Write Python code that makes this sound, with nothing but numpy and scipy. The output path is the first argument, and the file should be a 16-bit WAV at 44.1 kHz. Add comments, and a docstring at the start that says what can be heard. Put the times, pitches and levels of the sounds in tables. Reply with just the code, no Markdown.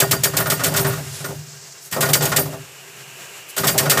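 """Copper pipework, shaken by a chattering valve, rattles in three bursts beside a boiler in a small room.
Close by, the pipe clashes against its fittings about eight times a second and knocks more dully in between.
Each impact excites bending waves, which disperse along the pipe, treble first, and leave it booming.
A loose metal tag buzzes with it. Behind these, water hisses through the valve, choking as bursts return."""
import sys
import numpy as np
from scipy import signal
from scipy.fft import rfft, irfft
from scipy.io import wavfile
from scipy.ndimage import uniform_filter1d

SR = 44100
rng = np.random.default_rng(int(sys.argv[2]) if len(sys.argv) > 2 else 0)


def generate_wav(signal):
    """Clip the signal to [-1, 1] and save it as 16-bit WAV at the path in sys.argv[1]."""
    frames = np.transpose(np.atleast_2d(signal))
    scaled = np.clip(frames, -1, 1) * 32767
    pcm = np.round(scaled).astype(np.int16)
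    wavfile.write(sys.argv[1], SR, pcm)


N = 176400
t = np.arange(N) / SR

# Levels in all tables are relative.
# Impacts on the fittings (time [s], level [dB], rebound decay time [s], pipe body level [dB])
CLASHES = [(.001, -7.5, 0.006, -4.5), (0.110, -8, 0.0084, -9), (.234, -8, 0.0098, -9.5),
           (.366, -10.5, 0.01, -10), (.499, -11.5, 0.018, -8.5), (0.635, -11, 0.026, -8.5),
           (0.737, -22.5, 0.013, -21), (.762, -11, 0.022, -10.5), (1.912, -29, 0.006, -30),
           (1.924, -22, 0.0057, -29), (1.943, -29, 0.0047, -19), (2.007, -11.5, 0.013, -8.5),
           (2.086, -20.5, 0.013, -43), (2.131, -4.5, 0.0095, -9), (2.22, -15.5, 0.021, -12.5),
           (2.252, -15.5, 0.012, -16), (2.361, -8, 0.0072, -9), (3.564, -21, 0.0087, -38),
           (3.576, -15.5, 0.0059, -40), (3.638, -19, 0.019, -29), (3.668, -9, 0.0096, -10.5),
           (3.689, -15.5, 0.005, -44), (3.777, -7, 0.011, -11), (3.896, -6, 0.016, -7.5),
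           (3.972, -17.5, 0.025, -10)]
# Duller knocks of the swinging pipe (time [s], clank level [dB], thud level [dB], boom level [dB])
KNOCKS = [(.335, -18, -17.5, -14), (0.404, -13.5, -20, -6.5), (.457, -13, -15.5, -16),
          (.594, -14, -16.5, -10), (0.673, -31, -19.5, -11.5), (0.719, -24.5, -15, -10),
          (.745, -12.5, -22, -21), (.795, -36, -16, -4.5), (.846, -12.5, -14, -9.5),
          (.861, -17, -18.5, -17), (0.897, -20.5, -32, -13), (.927, -20.5, -29, -25),
          (.972, -28, -23, -23.5), (1.204, -31, -28, -22.5), (1.241, -16.5, -22, -18.5),
          (1.287, -54, -19, -14.5), (1.923, -15.5, -31, -12.5), (1.962, -19.5, -8.5, -17.5),
          (2.025, -14, -15, -12.5), (2.054, -15.5, -23, -8), (2.085, -16, -11.5, -25),
          (2.207, -11.5, -9.5, -23), (2.29, -33, -26, -10.5), (2.317, -9, -13.5, -13),
          (2.38, -21, -17.5, -28), (2.455, -44, -20, -17.5), (2.526, -29.5, -21.5, -22.5),
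          (3.566, -19.5, -23.5, -24), (3.576, -17, -16, -43), (3.596, -42, -44, -8), (3.634, -10, -10, -28),
          (3.712, -32, -27, -14), (3.742, -29, -11.5, -16), (3.825, -29, -12.5, -11),
          (3.855, -13, -11, -15), (3.911, -14, -14, -22), (3.944, -26, -20, -24), (3.972, -7, -10.5, -8.5)]
# Flicks of the tag between clashes (time [s], level [dB])
TAG_FLICKS = [(.25, -17), (.397, -13), (.465, -16), (0.516, -14), (0.664, -16), (.795, -13), (.865, -15),
              (.92, -26), (1.243, -24), (2.091, -18), (2.223, -14.5), (2.39, -9.5), (3.70, -18)]
# Water flow through the valve (time [s], hiss level [dB])
FLOW_LEVELS = [(0, -36.5), (.9, -34), (1.35, -43.5), (1.865, -43.5), (1.895, -47), (2.4, -39.5), (2.7, -41),
               (3.1, -40), (3.5, -40), (3.545, -40), (3.6, -45), (4, -28.5)]
# Jets as the valve opening changes (peak time [s], level [dB], half length [s], centre [Hz], width [Hz])
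JETS = [(1.181, 4.5, 0.083, 7100, 8300), (1.622, 1, 0.38, 6230, 3370), (1.859, 5, 0.027, 9790, 9100),
        (3.33, -4.5, 0.6, 2680, 685), (3.501, 4.5, 0.011, 9500, 10100)]

# Normal modes of the fittings (frequency [Hz], level [dB], t60 [s])
FITTING_MODES = [(4420, -4, .1), (4743, -3, .26), (5530, -4, .16), (6002, -3, .12), (6718, 1, .18),
                 (7644, 2, .15)]
# High, middle and low bending modes of the pipe (frequency [Hz], level [dB], t60 [s])
CLANK_MODES = [(1112, -3, .14), (1232, -6, .12), (1441, 1, .2), (1815, -4, .16), (1862, -2, .16)]
THUD_MODES = [(277, -2, .35), (393.4, 3.5, 0.38), (520, -3, .14), (564.4, 1, 0.25), (660, -1, 0.25),
              (790, -5, 0.16)]
BOOM_MODES = [(82.6, -23, .4), (122, -14, 0.36), (142.9, 4, 1.5), (150.5, 13, 0.72)]
# Normal modes of the tag (frequency [Hz], level [dB])
TAG_MODES = [(8720, 3), (9250, -3), (10885, 2), (11200, -4), (11750, 0), (11951, 3), (12520, -2),
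             (13000, 0), (13690, 0), (14040, 2), (14325, 2), (14800, -2), (15120, -1)]
# Pipework resonances driven by the flow (frequency [Hz], level [dB], t60 [s])
WATER_MODES = [(395, 0, .2), (676, -3, .15), (1590, 0, .1), (2790, 3, .1), (5545, -2, .12), (7680, -1, .08)]

# Spectral envelopes of the dense ringing and of the water (frequency [Hz], spectral level [dB])
CLASH_SPECTRUM = [(500, -47), (1800, 2), (2400, -4), (2800, 0.5), (4400, -1.5), (6000, -1), (8000, 2.5),
                  (9700, -3), (12000, 1), (15000, -0.5)]
CLANK_SPECTRUM = [(400, -11.5), (800, -3.5), (1400, 2), (1900, -2.5), (2400, -7.5), (4500, -11.5),
                  (8000, -11.5), (15000, -31.5)]
THUD_SPECTRUM = [(120, -19), (200, 0), (300, -2), (400, 0.5), (600, 5), (850, -1), (1300, -9.5),
                 (3000, -48.5)]
BOOM_SPECTRUM = [(30, -42), (55, -67), (70, -20), (85, -0.5), (110, 2), (145, 9.5), (200, -10),
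                 (400, -24.5)]
WATER_SPECTRUM = [(30, -7), (70, -14), (135, 14.5), (240, -7), (400, 7.5), (520, 4), (1000, 3), (1700, 5),
                  (3600, 0), (5500, -1), (7400, 4), (9700, -5), (12000, -3.5), (15000, -7.5)]

CONTACT_RISE_S, KNOCK_RISE_S = .002, .004
DETUNE, SCATTER_DB = .003, 3  # spread of modal frequencies and levels between contact spots
TRAVEL_S = .028  # transit time of a 1 kHz bending wave along the pipe
BODY_LAG_S = .02  # the far run of pipe answers a clash this much later
GRIP_S = 1.8  # from here on a hand holds the pipe and damps the boom of new blows
TAG_T60_S, TAG_BUZZ_S, TAG_LAG_S = .125, .013, .011
TOP_HZ = 15280  # upper band limit


def clashes():
    """Impact excitation: on each swing the pipe rebounds rapidly against its fittings, which ring."""
    force = blows([row[:3] for row in CLASHES], rebounds_db=13, count=40)
    ring = lambda: impulse_response(CLASH_SPECTRUM, FITTING_MODES, t60=.035, tail_t60=.2, tail_db=-13,
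                                    modes_db=-10, far_db=-4, scatter_db=SCATTER_DB)
    return undb(27.5) * rattle(force, ring, CONTACT_RISE_S)


def pipe():
    """Bending vibration: blows excite a clank, a thud and a boom, whose decay added damping shortens."""
    body = blows([(s, db, decay) for s, _, decay, db in CLASHES], rebounds_db=-4.5)
    far_run = excite(body, 1. * (np.arange(SR) == int(BODY_LAG_S * SR)))
    clank_force = blows([(s, db, .011) for s, db, _, _ in KNOCKS], rebounds_db=4, count=12)
    thud_force = blows([(s, db, .018) for s, _, db, _ in KNOCKS], rebounds_db=3)
    boom_force = blows([(s, db, .012) for s, _, _, db in KNOCKS], rebounds_db=-29)
    clank_force += undb(-14) * body + undb(-4) * far_run
    thud_force += undb(-7.5) * body + undb(-6) * far_run
    boom_force += undb(-1) * far_run
    clank = lambda: impulse_response(CLANK_SPECTRUM, CLANK_MODES, t60=.055, tail_t60=.3, tail_db=-19,
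                                     modes_db=-2, far_db=-8, scatter_db=SCATTER_DB)
    thud = lambda: impulse_response(THUD_SPECTRUM, THUD_MODES, t60=.1, tail_t60=.35, tail_db=-13,
                                    modes_db=-1, far_db=-6, scatter_db=SCATTER_DB)
    free_boom = impulse_response(BOOM_SPECTRUM, BOOM_MODES, t60=.2, tail_t60=.98, tail_db=8,
                                 modes_db=2, far_db=-11)
    held_boom = impulse_response(BOOM_SPECTRUM, BOOM_MODES, t60=.65, tail_t60=.31, tail_db=-10,
                                 modes_db=-5.5, far_db=-.5) * fade(1.33)
    return (undb(21) * rattle(clank_force, clank, KNOCK_RISE_S)
            + undb(22) * rattle(thud_force, thud, KNOCK_RISE_S)
            + undb(20) * excite(boom_force * (t < GRIP_S), free_boom)
            + undb(23.5) * excite(boom_force * (t >= GRIP_S), held_boom))


def tag():
    """Contact chatter: each flick or clash bounces the tag on the pipe and excites its high modes."""
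    flicks = blows([(s, db, TAG_BUZZ_S) for s, db in TAG_FLICKS], rebounds_db=10, count=8)
    jolts = blows([(s + TAG_LAG_S, db, TAG_BUZZ_S) for s, db, _, _ in CLASHES], rebounds_db=10, count=8)
    ring = lambda: modal_ring([(hz, db, TAG_T60_S) for hz, db in TAG_MODES], SCATTER_DB)
    return rattle(undb(21.5) * flicks + undb(16) * jolts, ring, CONTACT_RISE_S, count=10)


def water():
    """Flow noise: a wavering broadband hiss, with faint resonances of the pipework."""
    hiss = unit(colour(rng.standard_normal(N), WATER_SPECTRUM))
    resonance = unit(excite(rng.standard_normal(N), modal_ring(WATER_MODES)))
    flutter = undb(1.8 * drift(24.75))
    return np.sqrt(N) * (hiss + undb(-9) * resonance) * flutter


def jets():
    """Jet noise: fluttering bands of hiss swell and fade, brightest just before the valve chokes."""
    hiss = np.zeros(N)
    for peak_s, db, half_s, centre_hz, width_hz in JETS:
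        band = 1 / np.sqrt(1 + (2 * (freqs(hiss) - centre_hz) / width_hz) ** 6)
        swell = undb(db + 1.7 * drift(60)) * np.exp(-.5 * ((t - peak_s) / half_s) ** 2)
        noise = unit(irfft(rfft(rng.standard_normal(N)) * band, N))
        hiss += np.sqrt(N) * swell * noise
    return hiss


def blows(rows, rebounds_db, count=24):
    """Inelastic impact: each (time [s], level [dB], decay time [s]) gives a contact and fading rebounds."""
    force = np.zeros(N + SR)
    for start, db, decay in rows:
        lag = (np.arange(count) + rng.random(count)) / count * 2  # in decay times
        rebounds = undb(rebounds_db) * unit(rng.standard_normal(count) * np.exp(-lag))
        samples = (start + np.append(0, lag * decay)) * SR
        np.add.at(force, samples.astype(int), undb(db) * unit(np.append(1, rebounds)))
    return force[:N]


def rattle(force, new_ring, rise_s, count=6):
    """Response depends on the point of impact: each contact meets one of several spots with its own ring."""
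    spot = rng.integers(count, size=N)
    rise = np.sqrt(np.minimum(t[:SR // 2] / rise_s, 1))
    rings = [unit(new_ring()[:len(rise)] * rise) for _ in range(count)]
    return sum(excite(force * (spot == k), ring) for k, ring in enumerate(rings))


def impulse_response(spectrum, modes, t60, tail_t60, tail_db, modes_db, far_db, scatter_db=0):
    """Superposition of dense ringing, room reverberation, a dispersed arrival and distinct modes."""
    envelope = fade(t60) + undb(tail_db) * fade(tail_t60)
    near = unit(colour(rng.standard_normal(SR) * envelope, spectrum))
    far = unit(disperse(colour(rng.standard_normal(SR) * fade(t60 / 2), spectrum)))
    return unit(near + undb(far_db) * far + undb(modes_db) * modal_ring(modes, scatter_db))


def modal_ring(modes, scatter_db=0):
    """Free vibration: a sum of damped sinusoids, scattered in frequency and optionally in level."""
    scatter = rng.standard_normal((len(modes), 2))
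    return unit(sum(undb(db + scatter_db * a) * np.sin(2 * np.pi * hz * (1 + DETUNE * b) * t[:SR])
                    * fade(t60) for (hz, db, t60), (a, b) in zip(modes, scatter)))


def disperse(x):
    """Dispersion: bending wave speed grows as the root of frequency, so a blow becomes a falling chirp."""
    hz = freqs(x)
    cycles = TRAVEL_S * np.sqrt(1000) * (2 * np.sqrt(hz) - hz / np.sqrt(TOP_HZ))  # no delay at TOP_HZ
    return irfft(rfft(x) * np.exp(-2j * np.pi * cycles))


def excite(force, ring):
    """Linear response: the force convolved with an impulse response."""
    return signal.oaconvolve(force, ring)[:N]


def colour(x, spectrum):
    """Minimum-phase filtering: a folded cepstrum imposes the spectral envelope causally."""
    hz, db = np.array(spectrum).T
    cepstrum = irfft(np.log(undb(np.interp(np.log(freqs(x)), np.log(hz), db))))
    cepstrum[1:len(x) // 2] *= 2
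    cepstrum[len(x) // 2 + 1:] = 0
    return irfft(rfft(x) * np.exp(rfft(cepstrum)))


def drift(rate_hz):
    """Random modulation: smoothed noise with a spread near 1."""
    step = int(SR / rate_hz)
    return uniform_filter1d(np.repeat(rng.standard_normal(N // step + 1), step), step)[:N]


def fade(t60):
    """Exponential damping over one second, falling 60 dB per t60."""
    return np.exp(-np.log(1000) * t[:SR] / t60)


def freqs(x):
    """Fourier bin frequencies, floored at 1 Hz."""
    return np.maximum(np.fft.rfftfreq(len(x), 1 / SR), 1)


def undb(db):
    """Decibels to amplitude ratio."""
    return 10 ** (np.asarray(db) / 20)


def unit(x):
    """Normalisation to unit energy."""
    return x / np.sqrt(np.sum(x ** 2))


def scene():
    """Superposition: the rattling pipework adds to the hiss, whose level follows the flow."""
    flow = undb(np.interp(t, *np.array(FLOW_LEVELS).T))
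    return (clashes() + tag() + pipe() + flow * (water() + jets()))[None]


def record(dry):
    """Band limiting and saturation: the microphone loses deep bass, rounds peaks and cuts the top."""
    thin = signal.sosfilt(signal.butter(6, 70, "high", fs=SR, output="sos"), dry)
    rounded = np.tanh(1.15 * thin) / 1.24
    return signal.sosfilt(signal.ellip(10, .2, 70, TOP_HZ, fs=SR, output="sos"), rounded)


dry = scene()
out = record(dry)
generate_wav(out)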